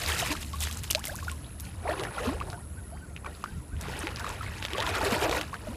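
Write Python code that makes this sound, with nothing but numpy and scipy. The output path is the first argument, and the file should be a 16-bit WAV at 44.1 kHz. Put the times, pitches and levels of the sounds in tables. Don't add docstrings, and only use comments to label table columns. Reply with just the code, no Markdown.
import sys
import numpy as np
from scipy import signal
from scipy.io import wavfile
from scipy.ndimage import uniform_filter1d

SR = 44100
rng = np.random.default_rng(int(sys.argv[2]) if len(sys.argv) > 2 else 0)


def put_to_file(sound):
    columns = np.atleast_2d(sound).T
    safe = np.clip(columns, -1, 1)
    whole_steps = np.round(safe * 32767)
    wavfile.write(sys.argv[1], SR, whole_steps.astype(np.int16))


N = 254016
TIME = np.arange(N) / SR

# start in seconds, level in dB before wobble and surfacing gain,
# starting pitch in Hz, scale of the climb in octaves/s, ms until decay alone takes the ring down 60 dB.
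BUBBLES = [(0.089, -27, 1043, 33.5, 51), (0.224, -23, 726, -11, 57), (0.302, -25.5, 289, 2.5, 140),
           (0.535, -30.5, 1095, 3, 81), (0.605, -41, 727, 18, 143), (0.7, -40, 1140, 8, 53),
           (0.754, -46.5, 596, 93, 91), (0.948, -23.5, 596, 6, 79), (0.971, -35, 806, 19.5, 105),
           (1.071, -28.5, 2130, -5, 28), (1.082, -35.5, 585, 19, 92), (1.093, -28, 1490, 28.5, 40),
           (1.113, -37, 518, 28.5, 123), (1.188, -27.5, 1510, 38, 20), (1.226, -32.5, 1080, 9, 47),
           (1.26, -42, 517, 72.5, 98.5), (1.281, -23.5, 1450, -4, 41), (1.313, -34.5, 1094, -3, 80),
           (1.845, -35.5, 357, 18, 140), (1.851, -26.5, 648, 19, 131), (1.866, -32.5, 890, 95, 52),
           (1.888, -20, 576, 10, 78), (1.904, -26, 523, 28.5, 80), (1.99, -31.5, 360, 10.5, 140),
           (2.168, -35, 717, 59.5, 70), (2.2, -30.5, 450, 12.5, 155), (2.253, -24.5, 433, 6, 73),
           (2.269, -19.5, 228.8, 9.5, 154), (2.411, -21.5, 1083, 26, 30), (2.527, -35, 702, 0, 141),
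           (2.575, -38, 910, 19, 59), (2.923, -34.5, 647, 10, 89), (2.956, -47, 880, 61, 65),
           (4.035, -30.5, 295.4, 11, 152), (4.07, -31, 853, -2, 79), (4.731, -29, 332, 18, 98),
           (4.748, -25.5, 1127, -1, 62), (4.789, -23.5, 857, 8, 95), (5.011, -20.5, 862, 4, 57),
           (5.06, -18.5, 407, -4.5, 96), (5.027, -25.5, 270, 5.5, 109), (5.216, -22.5, 388, 12, 114),
           (5.256, -22, 625, 8, 69), (5.309, -25.5, 405.5, 25.5, 99), (5.53, -27, 1052, 19.5, 51),
           (5.67, -31, 643, -8, 86), (5.682, -28.5, 211, 8, 130)]
# start in seconds, level in dB before the onset and decay,
# centre in Hz, cycles until the ring is 60 dB down.
TICKS = [(0.062, -14, 4600, 16), (0.09, -20.5, 2110, 33), (0.12, -15.5, 3150, 37), (0.126, -20, 1810, 30),
         (0.219, -19.5, 3060, 35), (0.263, -17, 2100, 9), (0.283, -26, 2750, 22), (0.294, -24, 2050, 23),
         (0.315, -23.5, 1020, 31), (0.352, -23, 1260, 11), (0.4288, -21.5, 2360, 8),
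         (0.5324, -20, 3020, 5.5), (0.605, -7, 8260, 1), (0.611, -22, 3380, 17), (0.6375, -9, 7460, 6),
         (0.652, -21, 3350, 20), (0.672, -17.5, 1640, 5.5), (0.712, -16, 3330, 5.5),
         (0.727, -13.5, 7740, 8), (0.7728, -13, 7700, 7), (0.835, -9, 10200, 4), (0.841, -17, 2840, 6),
         (0.902, -16, 2900, 30), (0.9063, 0, 12100, 12), (0.9102, 0, 6800, 3), (0.9495, -2, 4070, 8.5),
         (0.994, -15, 7629, 4), (1.0418, -16, 3130, 6), (1.054, -2.5, 12600, 5), (1.071, -11.5, 7629, 4),
         (1.0812, -7.5, 9800, 4), (1.1559, -13.5, 11100, 14), (1.1629, -17, 6800, 8),
         (1.297, -21.5, 2300, 8), (1.3153, -15, 9200, 13), (1.445, -34.5, 3440, 33),
         (1.599, -16.5, 6900, 5), (1.6063, -16, 11800, 18), (1.895, -26, 1800, 34),
         (1.9967, -18.5, 3800, 10), (2.036, -18.5, 820, 5), (2.051, -22, 1780, 26), (2.181, -21, 1380, 39),
         (2.29, -21, 1070, 25), (2.4023, -22.5, 2600, 17), (2.5012, -22, 4250, 5.5), (2.53, -25, 1380, 11),
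         (3.164, -23.5, 2620, 12), (3.246, -27, 1220, 17), (3.263, -23.5, 1100, 17), (3.26, -28, 2340, 35),
         (3.44, -16, 1160, 12.5), (3.35, -36, 4300, 16), (3.766, -36, 2900, 22), (3.8116, -13, 7360, 5),
         (3.854, -26.5, 1160, 15), (3.884, -27.5, 406, 10), (3.9913, -14.5, 9800, 20),
         (4.002, -28, 5500, 34), (4.0706, -14, 2330, 10), (4.1606, -18, 4700, 13), (4.196, -20, 6400, 2.5),
         (4.244, -18.5, 1250, 15), (4.265, -21.5, 1200, 26), (4.292, -15.5, 7760, 8),
         (4.301, -21, 1020, 11), (4.409, -25.5, 1303, 38), (4.464, -26, 2190, 37), (4.626, -16, 2730, 7),
         (4.651, -10.5, 2960, 7), (4.684, -21, 1940, 6), (4.705, -22, 2200, 10), (4.7816, -18, 524, 18),
         (4.734, -14.5, 3080, 10), (4.7825, -15.5, 3080, 13), (4.803, -9.5, 3530, 13),
         (4.825, -13, 1310, 5), (4.866, -14, 3300, 13), (5.122, -17.5, 244, 11.5), (5.132, -15, 2120, 10),
         (5.15, -20.5, 3160, 26), (5.295, -13, 595, 9), (5.3125, -12.5, 3730, 9),
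         (5.4123, -11.5, 2800, 4.5), (5.542, -20, 1600, 13)]
# start in seconds, hold in seconds, then gurgle, fizz and spray
# at the start in dB per octave, before the edge shaping.
MOVES = [(0, 0.31, -39, -35.5, -41), (0.427, 0.041, -59, -53.5, -50.5), (0.608, 0.078, -53, -45, -44.5),
         (0.788, 0.52, -56, -52.5, -52.5), (1.37, 0.95, -60.5, -60.5, -67), (1.65, 0.038, -68, -52.5, -60),
         (1.884, .19, -35.5, -43.5, -57), (2.166, 0.16, -39.5, -42, -55), (2.366, 0.16, -43.5, -59, -62),
         (3.267, 0.006, -44, -53, -75), (3.33, 0.23, -78, -61.5, -64), (3.838, 0.512, -43, -43, -55),
         (4.416, 0.98, -49.5, -45, -56.5), (4.786, 0.17, -34, -35, -49), (5.001, 0.38, -31, -37, -45.5),
         (5.519, 0.035, -47, -49, -57.5), (5.635, 0.15, -47, -52.5, -59.5)]
# gurgle, fizz and spray in dB per octave, before the edge shaping.
CALM_DB = [-56, -65.5, -71]
SETTLE_DB_PER_S = [226, 144, 147]
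SWELL_DB_PER_S, SAG_DB_PER_S = 222, 5
BAND_HZ = [756, 1980, 5770]
# frequency in Hz, gain in dB.
STIR_EDGES = [(150, -106), (300, -5.5), (10000, 6.5), (16000, 2.5)]
SURFACING_DB_PER_OCTAVE = 11.0
BURST_OCTAVES = 1.7
WOBBLE_DB = 2.2

# frequency in Hz, relative level in dB per Hz.
WIND_SPECTRUM = [(18, -45), (30, -7), (70, 2.5), (129, -5.5), (204, -10.5), (351, -24), (650, -40),
                 (1100, -120)]
# time in seconds, rumble level in dB.
GUSTS = [(0.0, -38.5), (1.78, -42.5), (1.88, -39), (3.42, -44.5), (3.58, -34), (3.66, -55), (3.72, -36),
         (3.9, -39.5), (3.97, -41), (5.31, -39), (5.76, -45)]
# time in seconds, hum level in dB.
HUM_LEVELS = [(0, -38), (2.2, -45), (5.76, -60)]

# middle in seconds, level in dB, glide from start to end in Hz before the arch.
NOTES = [(2.546, -47, 16), (2.787, -48, 16), (3.035, -47, -73), (3.268, -45, -2), (3.487, -46, 422),
         (3.733, -47.5, 426), (3.975, -61, 302), (4.215, -40, 295), (4.469, -48, -60), (4.712, -44, 12)]
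# length in seconds, pitch in Hz before the arch, overtones in dB below the note.
NOTE = (.065, 1540, -28)
# middle in seconds, level in dB, glide in Hz before the arch.
LONG_CALLS = [(2.97, -60.5, 30), (3.52, -63, 30)]
# length in seconds, pitch in Hz before the arch, overtones in dB below the note.
REED = (.19, 1570, -4)
# delay in seconds, dB relative to that note, glide in Hz,
# length in seconds, pitch in Hz before the arch, overtones in dB below the trailing note.
TRAIL = [(.06, -10, 150, .04, 1900, -30), (.09, -11, -260, .1, 1370, -30)]

# start in seconds, end in seconds, first Hz, Hz it settles towards,
# level in dB before the swell and the stroke shape.
BUZZES = [(1.33, 1.705, 10740, 10700, -48), (1.82, 2.318, 10520, 10760, -45),
          (2.43, 2.93, 10350, 10900, -49)]
# frequency in Hz, relative level in dB per Hz.
AIR_SPECTRUM = [(150, -28), (250, 11), (860, -12), (1450, -2), (1700, -15), (1910, -6.5), (3460, -26.5),
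                (6590, -13.5), (7840, -9), (9170, -15), (10500, 4.5), (12100, -18), (14400, -20),
                (16000, -50)]
AIR_DB = -53


def amp(db):
    return 10 ** (np.asarray(db) / 20)


def unit(x):
    return x / np.sqrt(np.mean(x ** 2) + 1e-20)


def smooth_noise(count, size):
    return unit(uniform_filter1d(rng.standard_normal(count), size=size))


def read(points, hz):
    f, value = np.transpose(points)
    return np.interp(np.log(hz + 1), np.log(f + 1), value)


def sine(hz):
    return np.sin(2 * np.pi * np.cumsum(hz) / SR)


def add(mix, s, sound):
    part = mix[round(s * SR):][:len(sound)]
    part += sound[:len(part)]


def resonate(x, hz, width):
    turn = np.exp(2j * np.pi * np.cumsum(hz * np.ones(len(x))) / SR)
    r = np.exp(-np.pi * width / SR)
    smoothed = signal.lfilter([(1 - r) ** 2], [1, -2 * r, r * r], x / turn)
    return 2 * (turn * smoothed).real


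def noise(field_db, size, patchy_db):
    frames = 4 * N // size + 5
    hz = np.fft.rfftfreq(size, 1 / SR)
    frame_s = np.arange(frames) * size / 4 / SR
    real, imaginary, patches = rng.standard_normal((frames, len(hz), 3)).T
    patches = uniform_filter1d(patches, size=5, axis=0)
    patches = unit(uniform_filter1d(patches, size=7, axis=1))
    spectra = (real + 1j * imaginary) * amp(field_db(hz, frame_s) + patchy_db * patches)
    return signal.istft(spectra, nperseg=size, noverlap=3 * size // 4)[1][:N] / np.sqrt(size)


def ring(hz, t60, rise):
    t = np.arange(round(t60 * SR) + 8) / SR
    octaves = rise * t * (0.543 + 1.6 * t / t60)
    pitch = np.minimum(hz * 2 ** octaves, SR / 2.2)
    alive = np.clip(4 * (BURST_OCTAVES - octaves), 0, 1)
    onset = 1 - np.exp(-t / (0.028 * t60))
    decay_db = -60 * (t / t60) ** 1.016
    return alive * onset * amp(SURFACING_DB_PER_OCTAVE * octaves + decay_db) * sine(pitch)


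def bubbles():
    out = np.zeros(N)
    for s, db, hz, rise, ring_ms in BUBBLES:
        bubble = ring(hz, ring_ms / 1000, rise)[:9000]
        wobble = smooth_noise(9000, 200)[:len(bubble)]
        add(out, s, amp(db + WOBBLE_DB * wobble) * bubble)
    return out


def ticks():
    out = np.zeros(N)
    t = np.arange(900) / SR
    for s, db, hz, cycles in TICKS:
        tick = ring(hz, cycles / hz, 0)
        add(out, s, amp(db) * tick)
        for late, size in rng.random((2, 2)):
            droplet = ring(hz * 1.6 ** (size - 0.5), cycles / hz, 0)
            add(out, s + 0.022 * late, amp(db - 8.0) * droplet)
        spray = unit(resonate(rng.standard_normal(900), hz, 9000.0))
        strength = amp(db) * np.linalg.norm(tick) * 2.73 / cycles
        add(out, s, amp(-13.0 - 60 * t / 0.025) * strength * spray)
    return out


def stirring():
    s = np.arange(0, N / SR + 0.1, 0.005)
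    power = amp(2 * np.array(CALM_DB))[:, None]
    for start, hold, *db in MOVES:
        early = np.maximum(start - s, 0)
        held = np.clip(s - start, 0, hold)
        late = np.maximum(s - start - hold, 0)
        loss = SWELL_DB_PER_S * early + SAG_DB_PER_S * held + np.outer(SETTLE_DB_PER_S, late)
        power = power + amp(2 * (np.array(db)[:, None] - loss))
    return s, *(10 * np.log10(power))


def stir_db(hz, t):
    s, *bands = stirring()
    shares = [np.interp(np.log(hz + 1), np.log(BAND_HZ), row) for row in np.eye(len(bands))]
    above = 0.22 * np.log2(np.maximum(hz / BAND_HZ[-1], 1))
    shares[1:] = shares[1] - above, shares[2] + above
    blend = sum(np.outer(share, np.interp(t, s, band)) for share, band in zip(shares, bands))
    return blend + read(STIR_EDGES, hz)[:, None]


def busy():
    s, _, fizz_db, _ = stirring()
    return np.clip((np.interp(TIME, s, fizz_db) + 66) / 14, 0, 1)


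def churn(count, low_per_s, high_per_s, spread_db, clump_db):
    out = np.zeros(N)
    clumps = smooth_noise(N + 1200, 1200)[:N] * busy()
    for k, hz in enumerate(np.geomspace(200, 15000, count)):
        small = k / (count - 1)
        per_s = low_per_s * (high_per_s / low_per_s) ** small
        at = np.flatnonzero(rng.random(N) < per_s / SR)
        spread = np.minimum(rng.exponential(1, N)[at], 3.5)
        sizes = amp(spread_db * spread + clump_db * small ** 0.5 * clumps[at])
        cycles = 44 * (22 / 44) ** small * rng.uniform(0.55, 1.6)
        grain = ring(hz, cycles / hz, 1.2 * rng.random() ** 2 * hz / cycles)
        even_power = np.sqrt(SR / np.mean(sizes ** 2) / per_s)
        train = np.zeros(N)
        train[at] = sizes * amp(stir_db(np.array([hz]), TIME[at])[0]) * even_power
        out += signal.oaconvolve(train, grain / np.linalg.norm(grain))[:N]
    return amp(-0.97) * out * np.sqrt(np.log2(75) / count)


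def wash():
    def field_db(hz, t):
        per_hz = 10 * np.log10(hz + 50)[:, None]
        return stir_db(hz, t) - per_hz + 25.5

    flicker = smooth_noise(N + 300, 300)[:N]
    return noise(field_db, size=256, patchy_db=3) * amp(3.5 * busy() * flicker)


def wind():
    rumble = unit(noise(lambda hz, t: read(WIND_SPECTRUM, hz)[:, None], size=4096, patchy_db=2.0))
    return rumble * amp(np.interp(TIME, *np.transpose(GUSTS)))


def engine():
    hum = unit(resonate(rng.standard_normal(N), hz=76.0, width=9.0))
    return hum * amp(np.interp(TIME, *np.transpose(HUM_LEVELS)))


def bird():
    calls = [(*row, *NOTE) for row in NOTES] + [(*row, *REED) for row in LONG_CALLS]
    for s, db, _ in NOTES:
        calls += [(s + delay, db + weaker_db, *rest) for delay, weaker_db, *rest in TRAIL]
    out = np.zeros(N)
    for s, db, glide, length, hz, over_db in calls:
        u = np.linspace(-1, 1, round(length * SR))
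        waver = smooth_noise(len(u), 300)
        droop = 0.06 + 0.17 * (length < 0.1)
        pitch = (1 - droop * u ** 2 + 0.012 * waver) * (hz + glide * u / 2)
        tone = sine(pitch) + amp(over_db) * (sine(2 * pitch) + sine(3 * pitch))
        add(out, s - length / 2, amp(db) * tone * np.hanning(len(tone)))
    echo_s = np.arange(12000) / SR
    echoes = rng.standard_normal(12000) * amp(-60 * echo_s / 0.38)
    return out + amp(-20.0) * signal.oaconvolve(out, echoes / np.linalg.norm(echoes))[:N]


def strokes(t, per_s, duty):
    place = np.minimum(t * per_s % 1 / duty, 1)
    return np.sin(np.pi * place), place


def scrape(shape, hz, width):
    wander = unit(signal.lfilter([1], [1, -0.93], rng.standard_normal(len(shape))))
    return shape * np.sqrt(2) * sine(hz + width * wander)


def buzzer():
    out = np.zeros(N)
    for start, end, first_hz, last_hz, db in BUZZES:
        t = np.arange(0, end - start, 1 / SR)
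        shape, place = strokes(t, per_s=145.0, duty=0.7)
        settling = last_hz + (first_hz - last_hz) * np.exp(-t / 0.23)
        hz = settling + 830.0 * (0.5 - place)
        swell = np.minimum(0.5 + t / 0.17, 1)
        add(out, start, amp(db) * swell * scrape(shape, hz, width=265.0))
    return out


def cricket():
    out = np.zeros(N)
    t = np.arange(0, 4.0, 1 / SR)
    chirps = signal.windows.tukey(len(t), 0.05) * amp(-3.0 * t) * strokes(t, per_s=16.75, duty=0.42)[0]
    add(out, 1.763, amp(-57) * scrape(chirps, 8050.0, width=60.0))
    return out


def triller():
    out = np.zeros(N)
    t = np.arange(0, 0.93, 1 / SR)
    pulses = strokes(t, per_s=8.47, duty=0.66)[0] ** 0.3
    trill = np.minimum(0.3 + 6 * t, 1) * strokes(t, per_s=124.5, duty=0.6)[0] * pulses
    add(out, 1.737, amp(-52.5) * scrape(trill, 8950.0, width=170.0))
    return out


def air():
    return amp(AIR_DB) * unit(noise(lambda hz, t: read(AIR_SPECTRUM, hz)[:, None], size=1024, patchy_db=2.5))


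def scene():
    small_bubbles = churn(count=56, low_per_s=32.0, high_per_s=320.0, spread_db=3.5, clump_db=3.0)
    water = bubbles() + ticks() + small_bubbles + wash()
    insects = buzzer() + cricket() + triller()
    return (water + wind() + engine() + bird() + insects + air())[None]


def record(dry):
    dry = signal.sosfilt(signal.butter(4, 36.0, "high", fs=SR, output="sos"), dry)
    corner_hz = [0, 14600, 15500, 16300, SR / 2]
    gains = [1, 0.54, 0.0, 0, 0.019]
    taps = signal.firwin2(511, corner_hz, gains, fs=SR, window=("kaiser", 8))
    return signal.oaconvolve(dry, taps[None], "same")


dry = scene()
out = record(dry)
put_to_file(out)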